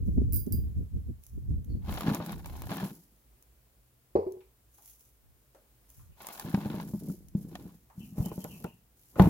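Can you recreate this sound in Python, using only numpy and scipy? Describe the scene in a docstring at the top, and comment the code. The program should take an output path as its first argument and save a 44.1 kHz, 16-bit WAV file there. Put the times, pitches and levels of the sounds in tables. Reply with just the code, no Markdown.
"""Wind buffets the microphone and a small piece of metal clinks in a garden. Two handfuls of dry soil are
crumbled into a big hollow plastic planter: grit ticks, crumbs patter on its floor, and clods excite the
resonances of its air column. Between the handfuls something hollow is knocked and a hand scoops soil;
a faint low rumble lies under the second pour. At the end the planter is tilted and dropped back with
a boom, while a bird chirps far off."""
import sys
import numpy as np
from scipy import signal
from scipy.fft import rfft, irfft
from scipy.io import wavfile
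from scipy.ndimage import uniform_filter1d

SR = 44100
rng = np.random.default_rng(int(sys.argv[2]) if len(sys.argv) > 2 else 0)


def wav_record(signal):
    """Record a signal, one row per channel, as 16-bit PCM in the file named by sys.argv[1]."""
    frames = np.transpose(np.atleast_2d(signal))
    bounded = np.clip(frames, -1, 1)
    # unit amplitude maps onto the largest positive 16-bit level
    quanta = np.round(bounded * 32767).astype(np.int16)
    wavfile.write(sys.argv[1], SR, quanta)


N = 409688
TIME = np.arange(N) / SR
AGE = np.arange(SR // 2) / SR  # seconds since the onset of one event

# Modes of the planter's wall. Each row: frequency in Hz, level in dB, 60 dB decay time in seconds.
WALL_MODES = [(480, 3, 0.023), (500, -9.5, 0.059), (602, 11, 0.096), (708, -8.5, 0.055), (835, 10.5, 0.078),
              (919, 4, 0.15), (1030, 10, 0.042), (1166, -2, 0.064), (1250, -10.5, 0.087), (1463, 1, 0.099),
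              (1820, 3.5, 0.027)]
# Spectra of a crumb and of a slap on the plastic. Each row: frequency in Hz, spectral density in dB.
CRUMB_SPECTRUM = [(60, -38), (300, -2), (500, -1), (650, 3.5), (950, 6.5), (1500, -7), (2500, -7),
                  (4000, -8.5), (7000, -24), (16000, -77)]
SLAP_SPECTRUM = [(60, -52), (150, 2), (350, 5), (1000, -8.5), (1500, -19), (1900, -23.5), (2400, -23),
                 (4000, -32.5), (8000, -56), (16000, -51)]


def undb(db):
    """Decibels to amplitude ratio."""
    return 10 ** (np.asarray(db) / 20)


def unit(x):
    """Normalise to an rms of 1."""
    return x / np.sqrt(np.mean(x ** 2))


def peak(x):
    """Normalise to a peak of 1."""
    return x / np.abs(x).max()


def add(out, start_s, sound):
    """Superposition: a sound adds to those already present."""
    start = int(np.clip(start_s * SR, 0, N - 1))
    out[:, start:start + sound.shape[-1]] += sound[..., :N - start]


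def convolve(x, response):
    """Convolution with an impulse response, cut to the length of x."""
    return signal.fftconvolve(np.atleast_2d(x), np.atleast_2d(response), axes=-1)[:, :x.shape[-1]]


def colour(x, spectrum, size=4096):
    """Minimum-phase filtering through (Hz, dB) points; folding the cepstrum makes it causal."""
    hz, db = np.transpose(spectrum)
    curve_db = np.interp(np.log(np.arange(size // 2 + 1) * SR / size + 1), np.log(hz), db)
    cepstrum = irfft(np.log(undb(curve_db)))[:size // 2]
    cepstrum[1:] *= 2
    return convolve(x, irfft(np.exp(rfft(cepstrum, size))))


def widen(pair, hz):
    """Mid-side mixing: two independent signals become a stereo pair, coherent below hz."""
    side = signal.sosfilt(signal.butter(1, min(hz, SR / 3), "high", fs=SR, output="sos"), pair[1])
    return np.array([pair[0] + side, pair[0] - side])


def lag(x, samples):
    """Arrival time gives direction: delay the left channel, or the right if samples is negative."""
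    delays = (max(samples, 0), max(-samples, 0))
    return np.array([np.pad(channel, (delay, 0))[:len(channel)] for channel, delay in zip(x, delays)])


def fade(t60):
    """Exponential decay by 60 dB in t60 seconds."""
    return undb(-60 * AGE / t60)


def wander(rate_hz):
    """Slow random modulation: smoothed random steps with an rms of 1."""
    size = int(SR / rate_hz)
    steps = np.repeat(rng.standard_normal(N // size + 1), size)
    return unit(uniform_filter1d(uniform_filter1d(steps, size), size)[:N])


def envelopes(events, rise_s, falls_s):
    """Exponential rise, hold and decay: one gain curve per level column, with times for 60 dB."""
    start, length, *levels = np.transpose(events)[..., None]
    early, late = np.maximum(start - TIME, 0), np.maximum(TIME - start - length, 0)
    return [undb((db - 60 * (early / rise_s + late / fall_s)).max(axis=0))
            for db, fall_s in zip(levels, falls_s)]


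def ring(modes, scatter_db=0, detune=0):
    """Free vibration is a sum of damped modes, whose strengths vary with the spot that is struck."""
    out = 0
    for hz, db, t60 in modes:
        gain = undb(db + scatter_db * rng.standard_normal())
        detuned_hz = hz * (1 + detune * rng.standard_normal())
        out = out + gain * fade(t60) * np.sin(2 * np.pi * detuned_hz * AGE)
    return out


def push(response, ms, low_hz=75):
    """Response to a force pulse: longer contact is duller, and slow motion radiates little."""
    force = np.sin(np.pi * np.minimum(AGE * 1000 / ms, 1)) ** 2
    radiation = signal.butter(2, low_hz, "high", fs=SR, output="sos")
    return peak(signal.sosfilt(radiation, convolve(response, force)))


def burst(spectrum, t60, tail_db, tail_t60, wide_hz):
    """Impact noise: a short crack followed by a decaying tail of reflections."""
    noise = widen(rng.standard_normal((2, len(AGE))), wide_hz)
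    return colour(noise * (fade(t60) + undb(tail_db) * fade(tail_t60)), spectrum)


def shower(response, per_s, spread_db, spots=4):
    """Shot noise: grains of uneven size land at random on a few spots, each with its own response."""
    out = 0
    for _ in range(spots):
        sizes = undb(spread_db * np.minimum(rng.standard_exponential(N), 4)) * rng.choice([-1, 1], N)
        landings = rng.random(N) < per_s / spots / SR
        out = out + convolve(sizes * landings, response())
    return unit(out)


def garden():
    """Ambient noise: quiet outdoor air with a faint hiss, drifting slightly in level."""
    # Each row: frequency in Hz, spectral density in dB.
    air_spectrum = [(15, -51.5), (25, -33.5), (59, 1.5), (82, -21), (127, -8), (149, -21), (180, -24.5),
                    (212, -20), (416, -25), (677, -29), (840, -31.5), (2110, -37), (6560, -41),
                    (13200, -34), (16000, -33)]
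    air = colour(widen(rng.standard_normal((2, N)), hz=699), air_spectrum)
    return unit(air) * undb(-65 + 0.8 * wander(3.6))


def bird():
    """Random frequency modulation roughens short glides; scattering by fences and trees smears them."""
    # Each row: start and length in seconds, first and last frequency in Hz, level in dB.
    chirps = [(1.687, 0.043, 4600, 4160, -60.5), (6.11, 0.022, 2900, 2450, -67),
              (7.989, 0.049, 3175, 2590, -50.5), (8.227, 0.044, 2875, 3096, -50),
              (8.28, 0.037, 2710, 2330, -59), (8.384, 0.056, 3230, 2920, -54),
              (8.472, 0.076, 3140, 2320, -49), (8.658, 0.024, 2320, 3160, -52.5)]
    out = np.zeros((2, N))
    for start, length, first_hz, last_hz, db in chirps:
        progress = np.minimum(AGE / length, 1)
        rasp = 1 + 0.049 * wander(600)[:len(AGE)]
        hz = (first_hz + (last_hz - first_hz) * progress) * rasp
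        note = np.sin(np.pi * progress) * np.sin(2 * np.pi * np.cumsum(hz) / SR)
        reflections = rng.standard_normal((2, len(AGE))) * fade(0.32)
        add(out, start, undb(db) * peak(convolve(note, reflections)))
    return out


def taps():
    """Faint taps about the garden, each noise shaped by one broad resonance."""
    # Each row: start in seconds, resonance in Hz, level in dB.
    strikes = [(4.406, 2450, -58.5), (4.411, 900, -60), (4.782, 820, -54.5), (5.547, 562, -48),
               (5.55, 1350, -57), (5.579, 527, -69), (5.993, 1140, -58), (7.9, 930, -49.5),
               (9.157, 1160, -40)]
    out = np.zeros((2, N))
    for start, hz, db in strikes:
        resonance = [(hz / 3, -28), (hz * .75, -9), (hz, 0), (hz * 1.3, -9), (hz * 4, -35)]
        tap = peak(burst(resonance, t60=0.039, tail_db=-0.5, tail_t60=0.31, wide_hz=1500))
        add(out, start, undb(db) * tap)
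    return out


def turbulence(spectrum):
    """Random pressure of even strength, uncorrelated between the two microphone ports."""
    swirl = colour(rng.standard_normal((2, N)), spectrum)
    return swirl / np.sqrt(uniform_filter1d(swirl ** 2, size=1500))


def wind_and_rumble():
    """Low rumble and turbulence at the microphone: eddies grow faster and peak in short buffets."""
    # Each row: start and length in seconds, level in dB.
    # The last row is a faint low rumble under the second pour; the others are wind.
    swells = [(0.0, 0.37, -28.5), (0.545, 0.028, -25.5), (0.62, 0.051, -30), (0.775, 0.012, -28),
              (0.95, 0.024, -31), (1.07, 0.017, -34.5), (1.345, 0.23, -38), (1.495, 0.041, -26.5),
              (1.705, 0.046, -30), (1.85, 0.076, -33), (2.33, 0.34, -44), (5.25, 0.06, -62.5),
              (5.99, .11, -55), (6.45, 1.214, -57.5)]
    # Each row: centre in seconds, width in seconds, level in dB.
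    buffets = [(0.086, 0.019, -29.5), (0.182, 0.013, -23), (0.22, 0.0099, -26.5), (0.477, 0.016, -31.5),
               (0.514, 0.085, -41.5), (0.813, 0.052, -45), (1.101, 0.029, -41), (1.381, 0.01, -38),
               (1.735, 0.14, -50.5)]
    # Each row: frequency in Hz, spectral density in dB.
    rumble_spectrum = [(15, -23), (35, 1), (70, 12), (110, 4.5), (200, -11.5), (300, -24), (450, -28.5),
                       (800, -62), (4000, -64)]
    eddy_spectrum = [(30, -34.5), (120, -2.5), (220, 10), (350, -4), (500, -15.5), (800, -38), (4000, -82)]
    swell = envelopes(swells, rise_s=0.18, falls_s=[0.37])[0] * undb(1.83 * wander(45))
    buffet = sum(undb(db) * np.exp(-(2 * (TIME - centre) / width) ** 2) for centre, width, db in buffets)
    eddies = (undb(-15) * swell * peak(swell) ** 0.33 + buffet) * turbulence(eddy_spectrum)
    return swell * turbulence(rumble_spectrum) + undb([[-1], [2.5]]) * eddies


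def clinks():
    """Close pairs of modes beat as a small piece of metal rattles on the right, over contact noise."""
    # Each row: start in seconds, then levels of the ring, the lowest mode and the click in dB.
    strikes = [(0.324, -39, -87, -31), (0.331, -24.5, -85, -42), (0.36, -26, -72, -40),
               (0.389, -37, -58.5, -48), (0.5235, -43, -62, -26.5), (0.527, -31, -54.5, -34)]
    # Each row: frequency in Hz, level in dB, 60 dB decay time in seconds.
    metal_modes = [(4862, -24, .25), (4915, -22, .16), (9620, -9, .22), (9700, -11, .08), (12800, -3, .22),
                   (12900, -5, .08), (13412, -7, .16), (14990, -8, .1), (15222, 3, .2), (15310, 4, .09)]
    # Each row: frequency in Hz, spectral density in dB.
    contact_spectrum = [(1000, -31.5), (3500, -40), (5000, -20.5), (8400, -19), (9800, -10), (11500, -12),
                        (13000, -3), (15300, -4), (16000, -13)]
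    out = np.zeros((2, N))
    for start, ring_db, lowest_db, click_db in strikes:
        tone = np.array([ring(metal_modes, scatter_db=1.5, detune=.0012) for _ in range(2)])
        flutter = undb(2.5 * wander(350)[:len(AGE)])
        chatter = peak(burst(contact_spectrum, t60=0.12, tail_db=2, tail_t60=0.33, wide_hz=1000))
        click = peak(burst(contact_spectrum, t60=0.009, tail_db=-24, tail_t60=0.14, wide_hz=1000))
        ringing = undb(ring_db) * (peak(tone) * flutter + undb(-7.5) * chatter) * (1 - fade(0.0032))
        lowest = undb(lowest_db) * peak(ring(metal_modes[:1]))  # longer waves reach both ports alike
        add(out, start, (ringing + undb(click_db) * click) * undb([[0], [8]]) + lowest)
    return out


def knocks():
    """A hollow thing bounces to rest on the right; each impact excites its modes over a dull thud."""
    # Each row: start in seconds, level in dB.
    bounces = [(4.153, -11.5), (4.168, -23), (4.189, -19.5), (4.265, -27), (4.318, -37), (4.367, -40.5)]
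    # Each row: frequency in Hz, level in dB, 60 dB decay time in seconds.
    hollow_modes = [(90.1, -14.5, 0.27), (208.4, -19.5, 0.19), (373.6, 9.5, .22), (401, -11.5, 0.058),
                    (548.4, -16.5, 0.11), (641, -20.5, 0.089), (824, -24.5, 0.23), (1060, -29, 0.16)]
    # Each row: frequency in Hz, spectral density in dB.
    thud_spectrum = [(25, -34), (85, -20), (250, -19), (400, 17), (700, -3), (1000, -7.5), (1400, -31),
                     (2300, -33.5), (3300, -51.5), (4600, -37), (6000, -52.5), (16000, -63)]
    swell = 1 - fade(0.0095)  # the soft body takes a moment to get moving
    out = np.zeros((2, N))
    for start, db in bounces:
        thud = peak(burst(thud_spectrum, t60=.08, tail_db=-5, tail_t60=0.34, wide_hz=1997))
        body = push(ring(hollow_modes, scatter_db=6.5), ms=0.58, low_hz=108.2)
        add(out, start, undb(db) * swell * (body + undb(-5) * thud))
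    return lag(out, samples=15)


def scooping():
    """Fingers in the soil make many tiny clicks that merge into a rustle; dry straw fractures in snaps."""
    # Each row: start in seconds, length in seconds, level in dB.
    strokes = [(0.04, 0.082, -68.5), (1.24, 0.047, -64.5), (4.75, 0.063, -59.5), (4.82, 0.091, -56.5),
               (5.01, 0.029, -60.5), (5.35, 0.055, -80), (5.905, .1, -61.5)]
    # Each row: start in seconds, level in dB.
    snaps = [(0.465, -36), (1.237, -39), (1.266, -34), (1.646, -41), (3.163, -54), (3.425, -43),
             (4.322, -41), (4.859, -36), (5.009, -42.5), (5.902, -37), (7.285, -40)]
    # Each row: frequency in Hz, spectral density in dB.
    straw_spectrum = [(1000, -16.5), (3000, -7.5), (4500, -8.5), (6300, 3), (8400, -5), (10500, 5.5),
                      (16000, 4.5)]
    rustle = shower(lambda: burst(straw_spectrum, t60=0.0035, tail_db=-8, tail_t60=0.19, wide_hz=1000),
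                    per_s=280, spread_db=3.5)
    out = envelopes(strokes, rise_s=0.17, falls_s=[0.52])[0] * rustle
    for start, db in snaps:
        snap = peak(burst(straw_spectrum, t60=.007, tail_db=-18, tail_t60=.12, wide_hz=1000))
        add(out, start, undb(db) * snap)
    return out


def tick(t60, tail_db):
    """A hard grain's impact is a bright click, reflected briefly inside the planter."""
    # Each row: frequency in Hz, spectral density in dB.
    grit_spectrum = [(500, -37), (1500, -11.5), (3500, -5), (5000, 0.5), (7000, 1.5), (8400, -0.5),
                     (10000, 4.5), (13000, 8.5), (16000, 3.5)]
    return peak(burst(grit_spectrum, t60, tail_db, tail_t60=0.081, wide_hz=895))


def slap(spectrum, top_hz=1400):
    """A crumb bursts on the plastic with a brief pitch of its own and excites the wall's modes."""
    crack = peak(burst(spectrum, t60=.02, tail_db=-10, tail_t60=.14, wide_hz=1200))
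    wall = push(ring(WALL_MODES, scatter_db=4, detune=.002), ms=.25)
    hz = top_hz * 2 ** -rng.uniform(0, 1.71)
    tone = fade(0.032) * np.sin(2 * np.pi * hz * AGE)
    return peak(crack + undb(-11) * wall + undb(-8) * tone)


def tock():
    """A stone or hard crumb excites the wall and two damped modes whose pitch depends on the spot."""
    spot_modes = [(700 * 2 ** rng.uniform(0, .8), 0, .035), (1300 * 2 ** rng.uniform(0, .9), -3, .025)]
    crack = peak(burst(CRUMB_SPECTRUM, t60=.02, tail_db=-14, tail_t60=.1, wide_hz=1800))
    spot = peak(ring(spot_modes))
    wall = peak(ring(WALL_MODES, scatter_db=3))
    return peak(crack + undb(-3) * spot + undb(-7) * wall)


def boom(push_ms, low_hz):
    """Resonance of the planter's air column and floor; light loads hardly move the modes below low_hz."""
    # Each row: frequency in Hz, level in dB, 60 dB decay time in seconds.
    column_modes = [(69.2, -24, 0.44), (108, -28, 0.027), (127.4, -10, 0.28), (175.45, 5.5, 0.14),
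                    (197.5, 7.5, 0.12), (276.2, -1, 0.11), (336.4, -5.5, 0.096), (396.5, -19, 0.11)]
    return push(ring(column_modes, scatter_db=2.5, detune=0.058), push_ms, low_hz)


def thump(boom_db, slap_db, push_ms, low_hz):
    """A soft heavy blow drives air column and wall; harder slaps have briefer, brighter contact."""
    contact_ms = 0.21 * undb(slap_db) ** -.3
    wall = peak(slap(SLAP_SPECTRUM) + undb(-3) * push(ring(WALL_MODES, scatter_db=2), ms=contact_ms))
    give = 1 - fade(0.0043)  # soil and plastic yield before they bear
    return give * (undb(boom_db) * boom(push_ms, low_hz) + undb(slap_db) * wall)


def tilting():
    """Stick-slip friction: the base catches and slips on the ground while soil slides inside."""
    # Each row: start and length in seconds, then levels of scraping, grit and rumble in dB.
    shoves = [(7.98, 0.11, -70, -60.5, -49), (8.175, 0.094, -48, -52.5, -39),
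              (8.32, 0.23, -59.5, -54.5, -48), (8.48, .14, -61, -58.5, -53),
              (8.648, 0.012, -55.5, -66, -44), (8.98, 0.42, -87, -65, -82), (9.195, 0.054, -30.5, -48, -38)]
    scrape_gain, grit_gain, rumble_gain = envelopes(shoves, rise_s=0.097, falls_s=(0.29, 0.57, 0.32))
    scrape = shower(lambda: slap(SLAP_SPECTRUM), per_s=500, spread_db=2)
    grit = shower(lambda: tick(t60=0.0035, tail_db=-11.5), per_s=1400, spread_db=4.5)
    rumble = shower(lambda: boom(push_ms=3.87, low_hz=85), per_s=140, spread_db=-2.5)
    return scrape_gain * scrape + grit_gain * grit + rumble_gain * rumble


def pouring():
    """Granular impacts from each squeeze of the hands: grit hisses, crumbs patter, soft lumps drum."""
    # Each row: start and length in seconds, then levels of crumbs, grit and lumps in dB.
    squeezes = [(1.885, 0.22, -45.5, -51, -41), (2.06, 0.083, -39.5, -48.5, -32.5),
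                (2.22, 0.12, -47, -55.5, -44), (2.47, 0.24, -54.5, -57, -49),
                (2.712, .13, -41.5, -50, -38.5), (2.93, 0.039, -67, -58, -61),
                (6.215, 0.23, -51.5, -53.5, -64), (6.47, 0.34, -49.5, -55, -38.5),
                (6.87, 0.24, -69.5, -57, -40.5), (7.37, 0.3, -73, -63, -46),
                (7.52, 0.18, -64.5, -62.5, -50)]
    crumb_gain, grit_gain, lump_gain = envelopes(squeezes, rise_s=0.14, falls_s=(0.26, 0.57, 0.43))
    crumbs = shower(lambda: slap(CRUMB_SPECTRUM, top_hz=2505), per_s=400, spread_db=4, spots=12)
    grit = shower(lambda: tick(t60=0.0014, tail_db=-8.5), per_s=1100, spread_db=5)
    lumps = shower(lambda: boom(push_ms=1.22, low_hz=176), per_s=170, spread_db=1)
    return crumb_gain * crumbs + grit_gain * grit + lump_gain * lumps


def planter():
    """One resonator, a little to the left, driven by soil, clods, stones and its own rocking and drop."""
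    # Each row: start in seconds, boom level in dB, wall slap level in dB.
    clods = [(2.08, -15, -25), (2.112, -25, -27), (2.201, -26, -25), (2.705, -28, -33), (2.83, -26.5, -31),
             (6.447, -30.5, -41), (6.54, -13, -41), (6.574, -28, -29.5), (6.657, -25.5, -30.5),
             (6.741, -26.5, -30), (6.935, -23.5, -36), (7.097, -26.5, -44.5), (7.349, -16.5, -42),
             (7.445, -34, -60), (7.619, -42, -66), (7.655, -40.5, -64)]
    # Bumps of hands and ground. Each row: start in seconds, boom and slap levels in dB, push in ms.
    bumps = [(7.977, -33, -73, 3.8), (8.004, -35, -70, 3.1), (8.123, -37, -71, 3.3),
             (8.18, -23.5, -40, 2.7), (8.199, -16.5, -53, 7.5), (8.26, -30.5, -34, 2),
             (8.316, -38, -30.5, 8.4), (8.378, -27, -37, 1.9), (8.446, -36.5, -28.5, 0.92),
             (8.643, -31, -28, 6.1), (9.162, -33, -34, 5.8), (9.196, -4, -3, 6.3), (9.213, -9.5, -35, 3.1),
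             (9.232, -14, -28, 6.9), (9.257, -12, -22, 5.7), (9.271, -11, -26, 1.2)]
    # Each row: start in seconds, tick level in dB, tock level in dB.
    stones = [(1.94, -30, -38), (1.976, -47, -27), (2.008, -25.5, -25), (2.147, -20, -31),
              (2.262, -30, -48), (2.294, -45, -31), (2.321, -32, -50), (2.445, -50, -40),
              (2.459, -29, -30.5), (2.620, -29, -32.5), (2.67, -36, -35), (2.707, -48, -29.5),
              (2.769, -29, -31), (6.269, -25, -37), (6.287, -26, -32), (6.397, -23, -32.5),
              (6.546, -50, -21), (6.800, -50, -29), (7.554, -38.5, -31.5), (8.259, -27, -56),
              (8.442, -26.5, -42), (8.642, -32.5, -38), (9.221, -24, -21)]
    out = pouring() + tilting()
    for start, boom_db, slap_db in clods:
        add(out, start, thump(boom_db, slap_db, push_ms=3.36, low_hz=108))
    for start, boom_db, slap_db, push_ms in bumps:
        add(out, start, thump(boom_db, slap_db, push_ms, low_hz=66))
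    for start, tick_db, tock_db in stones:
        add(out, start, undb(tick_db) * tick(t60=.01, tail_db=-16) + undb(tock_db) * tock())
    return lag(out, samples=-5)


def scene():
    """The pressures of all sources add at the microphone."""
    return planter() + scooping() + knocks() + taps() + clinks() + bird() + wind_and_rumble() + garden()


def record(dry):
    """Each microphone port has its own frequency response; a steep low-pass cuts the top."""
    # Each row: frequency in Hz, level of left over right in dB.
    port_balance = [(30, -3.5), (150, 1.5), (300, -0.34), (500, 1), (1500, 1.5), (4000, 1.5), (7200, 9.5),
                    (9500, -3.5), (12000, -3.5), (16000, 2)]
    ports = [colour(channel, [(hz, side * db / 2) for hz, db in port_balance])[0]
             for channel, side in zip(dry, (1, -1))]
    top_hz = 16000
    return signal.sosfilt(signal.ellip(8, .2, 70, top_hz, fs=SR, output="sos"), ports)


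dry = scene()
out = record(dry)
wav_record(out)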